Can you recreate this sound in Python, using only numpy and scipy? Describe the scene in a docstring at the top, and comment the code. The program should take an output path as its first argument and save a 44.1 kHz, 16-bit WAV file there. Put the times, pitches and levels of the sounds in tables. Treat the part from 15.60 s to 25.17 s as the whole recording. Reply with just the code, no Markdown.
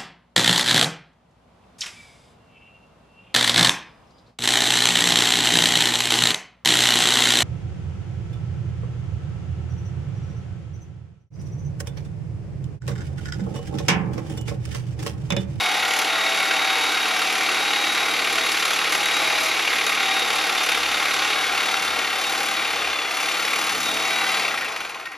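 """In a living room, a corded reciprocating saw cuts a fresh trunk, then coasts down once the trigger is let go.
One crank phase drives knocks at set places of each stroke, rasping teeth, gear clatter, shaking and motor tones.
Knocks, rasp and clatter ring housing, blade and wood; the whine of the armature slots wavers above them.
Irregular blows and late clacks stand out, cooling air hisses, and the walls answer in two microphone ports."""
import sys
import numpy as np
from scipy import signal
from scipy.fft import rfft, irfft, next_fast_len
from scipy.io import wavfile
from scipy.ndimage import uniform_filter1d, map_coordinates

SR = 44100
rng = np.random.default_rng(int(sys.argv[2]) if len(sys.argv) > 2 else 0)


def log_audio(samples):
    """Write samples as a 16-bit WAV file to the path given in sys.argv[1]."""
    # one column per channel
    frames = np.atleast_2d(samples).T
    # limit to full scale, then quantise
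    limited = np.clip(frames, -1, 1)
    pcm = np.round(limited * 32767).astype(np.int16)
    wavfile.write(sys.argv[1], SR, pcm)


N = 422037
T = np.arange(N) / SR
SIZE = next_fast_len(N + SR)
HZ = np.arange(SIZE // 2 + 1) * SR / SIZE
TRIGGER_OFF_S = 8.8
GEAR = 60 / 7  # armature turns per stroke

# crank speed under load, before the coast is taken off: [t/s, strokes per s]
SPEED = [(0.0, 36.59), (0.3, 36.3), (0.55, 36.58), (1.0, 36.61), (1.3, 36.7), (1.6, 36.86), (1.85, 36.88),
         (2.3, 37.08), (2.5, 37.02), (2.8, 36.83), (2.95, 36.95), (3.38, 36.96), (3.65, 37.42),
         (3.87, 37.44), (4.0, 36.78), (4.4, 36.72), (4.8, 36.48), (5.0, 35.68), (5.2, 35.78), (5.33, 35.6),
         (5.5, 36.15), (5.8, 36.68), (5.97, 36.4), (6.17, 36.62), (6.46, 35.5), (6.85, 37.02), (7.0, 36.8),
         (7.17, 35.4), (7.28, 35.5), (7.39, 33.7), (7.52, 32.3), (7.6, 34.0), (7.76, 36.65), (8.0, 37.05),
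         (8.36, 36.27), (8.75, 38.25)]
# spectrum that a knock excites: [f/Hz, level/dB]
KNOCK_COLOUR = [(60, -22), (400, -5.5), (900, -8.5), (1400, -1.5), (1750, -2), (2300, -2.5), (3500, 1),
                (6000, -2.5), (15000, -2)]


def undb(db):
    """Decibels to gain."""
    return 10 ** (np.asarray(db) / 20)


def level(x, db):
    """Scale to an rms level."""
    return x * undb(db) / np.sqrt(np.mean(x ** 2))


def curve(table):
    """Columns of a time table at every sample."""
    s, *columns = np.transpose(table)
    return [np.interp(T, s, c) for c in columns]


def shape(table):
    """dB of a [f/Hz, level/dB] table at every frequency."""
    f, db = np.transpose(table)
    return np.interp(np.log(HZ + 1), np.log(f), db)


def colour(x, gain):
    """Filter by a complex frequency response."""
    return irfft(rfft(x, SIZE) * gain, SIZE)[..., :N]


def causal(db):
    """Minimum-phase response with this dB gain, so that blows ring after they land."""
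    cepstrum = irfft(db * np.log(10) / 20, SIZE)
    cepstrum[1:SIZE // 2] *= 2
    cepstrum[SIZE // 2 + 1:] = 0
    return np.exp(rfft(cepstrum))


def walk(rate):
    """Slow chance: random levels, rate per second, joined by straight lines."""
    count = int(N / SR * rate) + 2
    return level(np.interp(T * rate, np.arange(count), rng.standard_normal(count)), 0)


def swell(s, half, db):
    """A flat-topped hump in dB."""
    return db * np.exp(-((T - s) / half) ** 4)


def bursts(times, gains, t60, rise, click):
    """At each time a click amid noise that starts rising just before it and then dies away."""
    clicks = np.zeros(N)
    np.add.at(clicks, np.clip(times * SR, 0, N - 1).astype(int), gains)
    fall = signal.lfilter([1], [1, -np.exp(-np.log(1000) / (t60 * SR))], clicks)
    return click * clicks + uniform_filter1d(fall, int(rise * SR) + 1) * rng.standard_normal(N)


def tones(turns, table, waver_db, rate):
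    """Sines on multiples of a shaft, each wavering by itself."""
    total = np.zeros(N)
    for k, db in table:
        gain = np.sqrt(2) * undb(db + waver_db * walk(rate))
        total += gain * np.sin(2 * np.pi * k * turns + k * k)
    return total


def room_walls():
    """Walls and floor: a different decaying noise tail at each port."""
    # reverberation against the direct sound: [f/Hz, level/dB]
    room_colour = [(60, -16), (300, -23.5), (600, -3), (1200, -10.5), (1800, -3.5), (2500, -25),
                   (5000, -113), (15000, -32)]
    t60_s = 0.25
    tail = rng.standard_normal((2, SR // 2)) * np.exp(-np.log(1000) * T[:SR // 2] / t60_s)
    tail /= np.sqrt(np.sum(tail ** 2, axis=1, keepdims=True))
    return rfft(tail, SIZE) * undb(shape(room_colour))


def cooling_air(tool_db, coast):
    """Turbulent cooling air: coloured noise that follows the tool level and the crank speed."""
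    # spectrum of the air before levelling: [f/Hz, level/dB]
    air_colour = [(60, -38), (300, -11), (700, 11), (1500, -18), (2600, -29), (6000, 4), (8000, 5),
                  (15500, -31)]
    noise = colour(rng.standard_normal((2, N)), undb(shape(air_colour)))
    return level(noise, -17.5) * undb(tool_db) * coast


def crank():
    """Strokes per second: under load, then a quick loss of drive and a steady slowing by friction."""
    drop, drop_s, friction = 4.86, .0915, 25.51  # strokes/s, time constant in s, strokes/s per s
    off = np.maximum(T - TRIGGER_OFF_S, 0)
    return curve(SPEED)[0] - drop * (1 - np.exp(-off / drop_s)) - friction * off


def gear_hum(turns):
    """Three neighbouring gear tones trade strength with the load."""
    # mean levels of the tones: [t/s, multiple 20/dB, multiple 21/dB, multiple 22/dB]
    hum_levels = [(0, -40, -40, -37), (.6, -50, -43, -42), (1, -51, -38, -40), (1.5, -41, -45, -50),
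                  (1.85, -42, -41, -50), (2.1, -45, -53, -36), (2.5, -50, -48, -39), (2.8, -47, -45, -48),
                  (3.1, -56, -50, -42), (3.5, -50, -47, -41), (3.75, -56, -45, -54), (4.1, -56, -52, -54),
                  (4.5, -48, -40, -45), (4.8, -55, -42, -37), (5.3, -63, -50, -53), (5.8, -47, -41, -45),
                  (6.2, -56, -45, -41), (6.45, -58, -62, -54), (6.9, -51, -47, -43), (7.4, -64, -60, -64),
                  (8.2, -58, -62, -59), (8.55, -43, -48, -40), (8.75, -40, -43, -51), (9.2, -60, -63, -64)]
    hum = np.zeros(N)
    for k, db in zip((20, 21, 22), curve(hum_levels)):
        hum += tones(turns, [(k, 0)], waver_db=1.5, rate=10) * undb(db)
    return hum


def trunk_rocking(turns):
    """The trunk rocks twice a stroke, in fits late in the cut."""
    # mean level of the rocking tone: [t/s, level/dB]
    rock_level = [(0, -66), (4.9, -64.5), (5.25, -57), (5.45, -64), (5.8, -69), (5.95, -58), (6.12, -74),
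                  (6.35, -57), (6.6, -63), (6.8, -70), (7.1, -61), (7.32, -57), (7.4, -76), (8.2, -72),
                  (8.4, -68), (8.8, -72), (9.5, -82)]
    return tones(turns, [(2, 0)], waver_db=2.5, rate=14) * undb(curve(rock_level)[0])


def slot_whine(turns):
    """Armature slots sing at twelve times the armature speed, roughened by its uneven running."""
    # whine before break-up and a 1 dB trim: [t/s, level/dB]
    whine_level = [(0, -27.5), (.2, -33), (.4, -43), (.52, -31), (1.22, -29.5), (1.4, -30), (1.7, -36.5),
                   (2.2, -28), (2.55, -33), (2.94, -34.5), (3.05, -39), (3.23, -35), (3.36, -38),
                   (3.45, -30.5), (3.67, -26.5), (3.72, -35), (4.07, -34), (4.14, -44), (4.22, -34),
                   (4.5, -30.5), (4.63, -29), (4.68, -38), (4.85, -32), (4.92, -40), (4.98, -31.5),
                   (5.16, -30), (5.21, -40), (5.4, -29), (5.46, -55), (5.53, -30), (5.62, -36), (5.83, -32),
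                   (5.9, -37), (5.96, -38), (6.14, -31), (6.2, -46), (6.29, -33), (6.45, -45), (6.58, -34),
                   (6.62, -39), (6.68, -29), (6.74, -52), (6.98, -35), (7.3, -40), (7.4, -32), (7.53, -40),
                   (7.66, -38), (7.74, -32), (7.8, -41), (7.95, -42), (8.2, -42), (8.27, -28), (8.42, -33),
                   (8.48, -35), (8.56, -29), (8.66, -38), (8.74, -31), (8.8, -41)]
    # overtones, mean levels: [multiple of the slot rate, level/dB]
    overtones = [(2, -54), (4, -56)]
    slots = 12
    slot_turns = turns * GEAR * slots + 0.033 * np.sin(2 * np.pi * turns) + 0.012 * walk(60)
    slot_turns += .1 * walk(9) + .03 * walk(70)  # the load wanders, and the pitch with it
    whine = tones(slot_turns, [(1, 0)], waver_db=1.0, rate=37) * undb(curve(whine_level)[0])
    whine *= undb(-1 - 2.5 * np.maximum(walk(30) - .5, 0))  # it breaks up as the teeth catch
    return whine + tones(slot_turns, overtones, waver_db=3.0, rate=4)


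def rotor_tones(turns):
    """The armature hums once and twice a turn; the second tone swells out for a moment."""
    # tones before the tool level is applied: [multiple of the armature speed, level/dB]
    orders = [(1, -29), (2, -29.5)]
    # swell of the second tone: [middle t/s, half length/s, level/dB]
    hum_swell = (3.74, 0.14, 23)
    first = tones(turns * GEAR, orders[:1], waver_db=0.5, rate=4)
    second = tones(turns * GEAR, orders[1:], waver_db=3.0, rate=1.97)
    return first + second * undb(swell(*hum_swell))


def mesh_tones(turns, mesh_db):
    """Meshing gears sound on high multiples of the stroke rate."""
    # tones before kerf, trim and tool level: [multiple of the stroke rate, level/dB]
    orders = [(17, -28.5), (24, -27.5), (25, -27), (38, -22), (40, -20.5), (53, -17), (58, -23),
              (60, -16.5), (62, -16.5)]
    return tones(turns, orders, waver_db=3.5, rate=12) * undb(mesh_db - 3.0)


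def shaking(turns, bass, coast):
    """Trunk and floor shake in the bass, from filtered noise and tones locked to the crank."""
    # tones before swells, trim and tool level: [multiple of the stroke rate, level/dB]
    orders = [(3, -39.5), (4, -46), (5, -33), (6, -34), (7, -34), (8, -35)]
    # harder shaking: [middle t/s, half length/s, level/dB]
    harder = (8.25, .15, 4.2)
    # the shaking lets up: [middle t/s, half length/s, level/dB]
    dips = [(6.58, .09, -5), (7.5, 0.18, -3)]
    shake = bass * undb(1.3 * walk(5.1) - 5.0)
    shake += tones(turns, orders, waver_db=1.0, rate=5) * coast ** 2
    return shake * undb(swell(*harder) + sum(swell(*dip) for dip in dips) + 0.35)


def resonances(shift):
    """Response of housing, blade and trunk, every other mode pulled up, the rest down."""
    # broad colour of the tool: [f/Hz, level/dB]
    body_colour = [(60, -22.5), (150, -16.5), (300, -7.5), (600, -8), (1000, -3.5), (1400, -2.5),
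                   (2200, -3.5), (3200, -5), (4500, -5), (7000, -13), (10500, -16.5), (12700, -23),
                   (15200, -15.5)]
    # modes before the shift, a negative level is a dip: [f/Hz, width/Hz, level/dB]
    modes = [(311, 33, 4), (480, 147, 5), (633, 17, 10), (813, 102, 7.5), (1077, 80, 4.5), (1270, 230, 4),
             (1420, 25, -0.5), (1452, 24, 5), (1530, 24, 0.5), (1774, 90, -5.5), (1863, 54, 4),
             (2164, 40, 6.5), (2292, 34, 8), (2510, 33, 4), (2610, 54, 2), (2830, 137, 5), (3420, 110, 4.5),
             (4600, 98, 1.5), (5450, 21, 7), (6090, 44, 9), (6740, 23, 10.5), (7485, 250, 8.5),
             (9150, 63, 13), (10850, 1400, 4)]
    db = shape(body_colour)
    for k, (f, width, peak_db) in enumerate(modes):
        shifted = f * (1 + shift * (-1) ** k)
        db = db + peak_db / (1 + (2 * (HZ - shifted) / width) ** 2)
    body = causal(db)
    return body / np.sqrt(np.mean(np.abs(body) ** 2))


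def late_clacks():
    """Each of the last strokes rings its own pitch, roughly and briefly."""
    # clacks before roughness and envelope: [t/s, level/dB, ring f/Hz]
    clack_table = [(8.912, -17, 1964), (8.975, -18, 2410), (9.014, -17, 1880), (9.048, -19, 2650),
                   (9.084, -20.5, 1100), (9.121, -35, 1440), (9.158, -29, 1470), (9.201, -22.5, 1456),
                   (9.246, -27.5, 1380), (9.299, -30.5, 1870), (9.351, -24, 1063), (9.403, -28, 1060),
                   (9.458, -22, 1864), (9.528, -25, 1970)]
    t60_s, roughness, rise_s = .12, .5, .01
    out, t = np.zeros(N), T[:SR // 10]
    for s, db, hz in clack_table:
        noise = uniform_filter1d(rng.standard_normal(len(t)), size=40)
        rough = 0.5 + roughness * level(noise, 0)
        envelope = np.exp(-np.log(1000) * t / t60_s) * np.minimum(t / rise_s, 1)
        ring = undb(db) * rough * np.sin(2 * np.pi * hz * t) * envelope
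        i = int(s * SR)
        out[i:i + len(t)] += ring[:N - i]
    return out


def hard_blows(body, high):
    """The hardest blows of the blade: a dull knock and a shorter treble burst, both ringing the body."""
    # blows before filtering: [t/s, knock level/dB, treble level/dB]
    blow_table = [(0.337, -15, -10), (0.39, -17, -9), (1.6177, -14, -23), (2.673, -11, -28),
                  (3.055, -8, -22), (3.1328, -11, -19), (3.4575, -16, -7), (3.9943, -15, -24),
                  (4.077, -11, -19), (4.1295, -17, -25), (4.16, -19, -26), (4.1834, -18, -21),
                  (4.266, -15, -8), (4.348, -17, -24), (4.43, -11, -25), (4.7027, -14, -14),
                  (4.9781, -13, -24), (5.1188, -16, -24), (5.1741, -14, -23), (5.5653, -19, -21),
                  (5.65, -18, -27), (6.142, -8, -19), (6.2497, -18, -23), (6.3904, -6, -15),
                  (6.473, -18, -24), (7.9583, -19, -19), (8.742, -11, -28), (8.801, -14.5, -26)]
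    s, knock_db, treble_db = np.transpose(blow_table)
    thud = bursts(s, undb(knock_db), t60=0.015, rise=0.0034, click=0.87)
    snap = bursts(s, undb(treble_db), t60=0.011, rise=.0002, click=1.2)
    return colour(thud, body * undb(shape(KNOCK_COLOUR)) * (1 - high)) + colour(snap, body * high)


def knocks(turns, table, t60, rise, click):
    """Slack is taken up at set places of each stroke, never equally hard."""
    chance = rng.standard_normal((400, len(table), 2))
    place, db, scatter = np.transpose(table)
    at = np.arange(-1, 399)[:, None] + place + scatter * chance[..., 0]
    inside = (at > turns[0]) & (at < turns[-1])
    gains = undb(db + 1.4 * chance[..., 1])
    return level(bursts(np.interp(at[inside], turns, T), gains[inside], t60, rise, click), 0)


def stroke_hits(turns, bite_db, coast):
    """Knocks in each stroke, their dull and bright parts varying apart."""
    # knocks before levelling, mean strength: [crank phase/turns, level/dB, scatter/turns]
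    knock_places = [(.79, 0, 0.01), (1, -7.5, 0.0068), (.3, -8, .02), (0.37, -21.5, 0.012)]
    bright = 1 / (1 + (1700 / (HZ + 1)) ** 4)
    bands = undb(shape(KNOCK_COLOUR)) * np.array([bright, 1 - bright])
    bright_hits, dull_hits = colour(knocks(turns, knock_places, t60=0.022, rise=0.007, click=.8), bands)
    # one stroke lands bright, another dull
    hits = bright_hits * undb(.6 * walk(40)) + dull_hits * undb(1.2 * walk(40))
    return hits * undb(bite_db - 3.5) * coast ** 0.15


def clatter(turns, count=700):
    """Worn gear flanks: a random pattern met again each turn, changing slowly as the load shifts."""
    patterns = rng.standard_normal((count, 40))
    return level(map_coordinates(patterns, [turns % 1 * count, T * 2.5], order=1, mode="grid-wrap"), 0)


def rasp(turns):
    """Teeth tearing wet wood: dense grains, stronger on the pull stroke."""
    grains = rng.standard_normal(N) * undb(1.3 * rng.exponential(size=N))
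    pull_db = 0.17 * np.cos(2 * np.pi * (turns - .95))
    return level(grains, 0) * undb(pull_db + 0.4 * walk(20))


def ring(x, body, f, width):
    """One resonance of the body, half-power width in Hz."""
    return colour(x, body / (1 + 2j * (HZ - f) / width))


def blade_ring(steady, hits, body):
    """The blade rings at its own pitch and, bending, a little lower and higher; each stroke thumps around it."""
    ring_hz, width_hz, bend = 2265, 116 * 0.36, 0.06  # bend is a share of the pitch
    blade = np.zeros(N)
    for k in (-1, 0, 1):
        blade += undb(2.5 * walk(3.6) - 2.5) * ring(steady + hits, body, ring_hz * (1 + k * bend), width_hz)
    return blade + undb(-1.0) * ring(hits, body, ring_hz, 750)


def unloaded_ring(x, body):
    """Modes that ring more freely once the load is off."""
    # mean levels before the fade-in: [f/Hz, width/Hz, level/dB]
    free_modes = [(1080, 90, -5), (1420, 45, 0), (1910, 45, -1), (2500, 120, -4)]
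    return sum(undb(db + 5.0 * walk(9)) * ring(x, body, f, width) for f, width, db in free_modes)


def blade_chatter(turns, steady, treble):
    """The free blade end slaps in its slot and chatters in the treble, restless and in fits."""
    # slaps before levelling, mean strength: [crank phase/turns, level/dB, scatter/turns]
    slap_places = [(.78, 23, 0.02), (0.969, -26, 0.027)]
    # fits that build up and stop short, negative is a lull, before scaling: [end t/s, build-up/s, level/dB]
    fits = [(.41, 0.28, 6), (2.75, 0.12, 1.5), (2.92, 0.049, 2), (3.13, 0.28, 4), (3.34, 0.054, 6.5),
            (3.87, 0.15, 5), (4.33, 0.33, 3.5), (4.75, 0.11, 3.5), (5.1, 0.19, 5), (5.86, 0.13, 4),
            (6.25, 0.16, 5), (6.92, 0.39, 4.5), (7.47, 0.59, -4.5), (8.3, 1, 3.5)]
    stop_s = 0.051
    chatter_db = .9 * walk(8)
    for s, rise, db in fits:
        chatter_db += np.interp(T, [s - rise, s, s + stop_s], [0, db, 0])
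    slaps = knocks(turns, slap_places, t60=0.1, rise=0.0012, click=5.4) * undb(1.14 * chatter_db - 4.5)
    return colour(steady + slaps, treble) * undb(0.19 * chatter_db - 0.45)


def saw_cut(turns, coast, powered, bite_db, body, high):
    """Rasp, clatter and knocks ring the body under a changing grip, with blade, shaking and gear tones."""
    # as the kerf deepens, before trims and tool level: [t/s, gear mesh level/dB, blade ring level/dB]
    kerf = [(0, 4.5, -2), (1, 5.5, -3.5), (2.5, -0.5, -2.5), (3.9, -8, 0.5), (4.2, 1, 3.5), (4.75, -1, -6),
            (5.1, -9, -2), (5.7, -1, -7), (6.3, 1, -9), (7.2, -15, -2.5), (7.6, -13, -2), (7.85, -6, -1),
            (8.3, -5, -7.5), (8.62, 5, 0), (8.8, -9, -0.5), (9, 0, 0)]
    grip_shift = 0.038  # share by which the grip pulls the resonances up and down
    mesh_db, ring_db = curve(kerf)
    low = 1 / (1 + (HZ / 280) ** 4)
    middle = 1 - low - high
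    # coasting, the steady noises fade sooner than the knocks
    steady = (undb(-4.0) * rasp(turns) + undb(-11.5) * clatter(turns)) * coast
    hits = stroke_hits(turns, bite_db, coast)
    dull_body = body * (1 - low) / (1 + (HZ / 1500) ** 4)
    firm, loose, dull, bass = colour(
        steady + hits, np.array([body * middle, resonances(grip_shift) * middle, dull_body, body * low]))
    grip = np.clip(.5 + .4 * walk(2.5), 0, 1)
    saw = grip * firm + (1 - grip) * loose
    saw += blade_ring(steady, hits, body) * undb(ring_db)
    saw += unloaded_ring(steady + hits, body) * (1 - powered)
    # slower knocks push longer and sound duller
    saw += dull * 1.15 * (1 - coast)
    saw += blade_chatter(turns, steady, body * high)
    saw += shaking(turns, bass, coast)
    return saw + mesh_tones(turns, mesh_db) * powered ** 0.84 + rotor_tones(turns) * coast


def ports(x, walls):
    """Left and right port differ in phase and level, switching as the phone turns; the walls are added."""
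    # before the turn, then after it:
    # [f/Hz, left lead/rad, left minus right/dB, left lead/rad, left minus right/dB]
    port_table = [(0, 0, .5, 0, .5), (520, .35, 1.8, .3, 2.5), (1000, .1, 2.2, .2, 2.6),
                  (2200, 0, 1.2, .25, 2), (3080, 0, 0, .5, 2), (5150, 0, 0, .5, 2),
                  (6400, -.4, 0, -.6, 1.2), (7900, -3.1, 0, -3.1, 0), (8600, -3.2, 0, -3.2, 0),
                  (10900, -6.2, 0, -6.2, 0), (12600, -6.4, 0, -6.4, 0), (14100, -9.4, 0, -9.4, 0),
                  (16000, -9.45, 0, -9.45, 0)]
    # the phone turns abruptly at the second time: [unused t/s, time of the turn t/s]
    turn_times = (6.7, 5.75)
    dull_db, dull_hz = -1.5, 4300  # turned away, the phone hears less treble
    f, *columns = np.transpose(port_table)
    lead, pan_db, lead_after, pan_after_db = (np.interp(HZ, f, c) for c in columns)
    before = np.exp(.5j * lead) * undb(pan_db / 2)
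    after = np.exp(.5j * lead_after) * undb(pan_after_db / 2)
    dull = undb(dull_db / (1 + (dull_hz / (HZ + 1)) ** 4))
    turned = np.interp(T, turn_times, [0, 1])
    direct = (1 - turned) * colour(x, np.array([before, 1 / before]))
    direct += turned * colour(x, dull * np.array([after, 1 / after]))
    return direct + colour(x, walls)


def scene():
    """Tool, blows and tones, heard directly by two ports and again from the walls."""
    # the tool while it cuts: [t/s, tool level/dB, knock strength before trim/dB]
    work = [(0, -23, 0), (.3, -24, 3.5), (.8, -23, 2), (3.3, -23, 2), (3.75, -21.5, 1), (3.95, -23.5, 2.5),
            (5.7, -23.5, 4.5), (7.5, -24, 0.5), (7.8, -23, 1), (8.15, -23, 0), (8.75, -22.5, 1)]
    start_turn = -.42  # crank phase in turns
    coast_power = 1.37  # loudness goes with this power of the falling speed
    speed = crank()
    turns = start_turn + np.cumsum(speed) / SR
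    coast = speed / speed[0]
    powered = np.exp(-np.maximum(T - TRIGGER_OFF_S, 0) / 0.28)
    work_db, bite_db = curve(work)
    # while the trigger is held the share is 1; speed changes this level only in the coast
    share = np.minimum(speed / SPEED[-1][1] + (T < TRIGGER_OFF_S), 1)
    tool_db = work_db + coast_power * 20 * np.log10(share)
    body = resonances(0)
    high = 1 / (1 + (5000 / (HZ + 1)) ** 6)
    near = saw_cut(turns, coast, powered, bite_db, body, high) * undb(tool_db)
    near += gear_hum(turns) + trunk_rocking(turns)
    near += hard_blows(body, high) + late_clacks() + slot_whine(turns) * powered
    # low air noise is unrelated at the two ports; the hiss above 2.6 kHz is shared
    air = cooling_air(tool_db, coast)
    hiss = 1 / (1 + (2600 / (HZ + 1)) ** 8)
    return ports(near + colour(air[0], hiss), room_walls()) + colour(air, 1 - hiss)


def record(dry):
    """The phone rounds the loudest peaks and cuts the top."""
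    top_hz = 15720
    rounded = np.tanh(1.216 * dry) / 1.165
    return signal.sosfilt(signal.ellip(10, .2, 80, top_hz, fs=SR, output="sos"), rounded)


dry = scene()
out = record(dry)
log_audio(out)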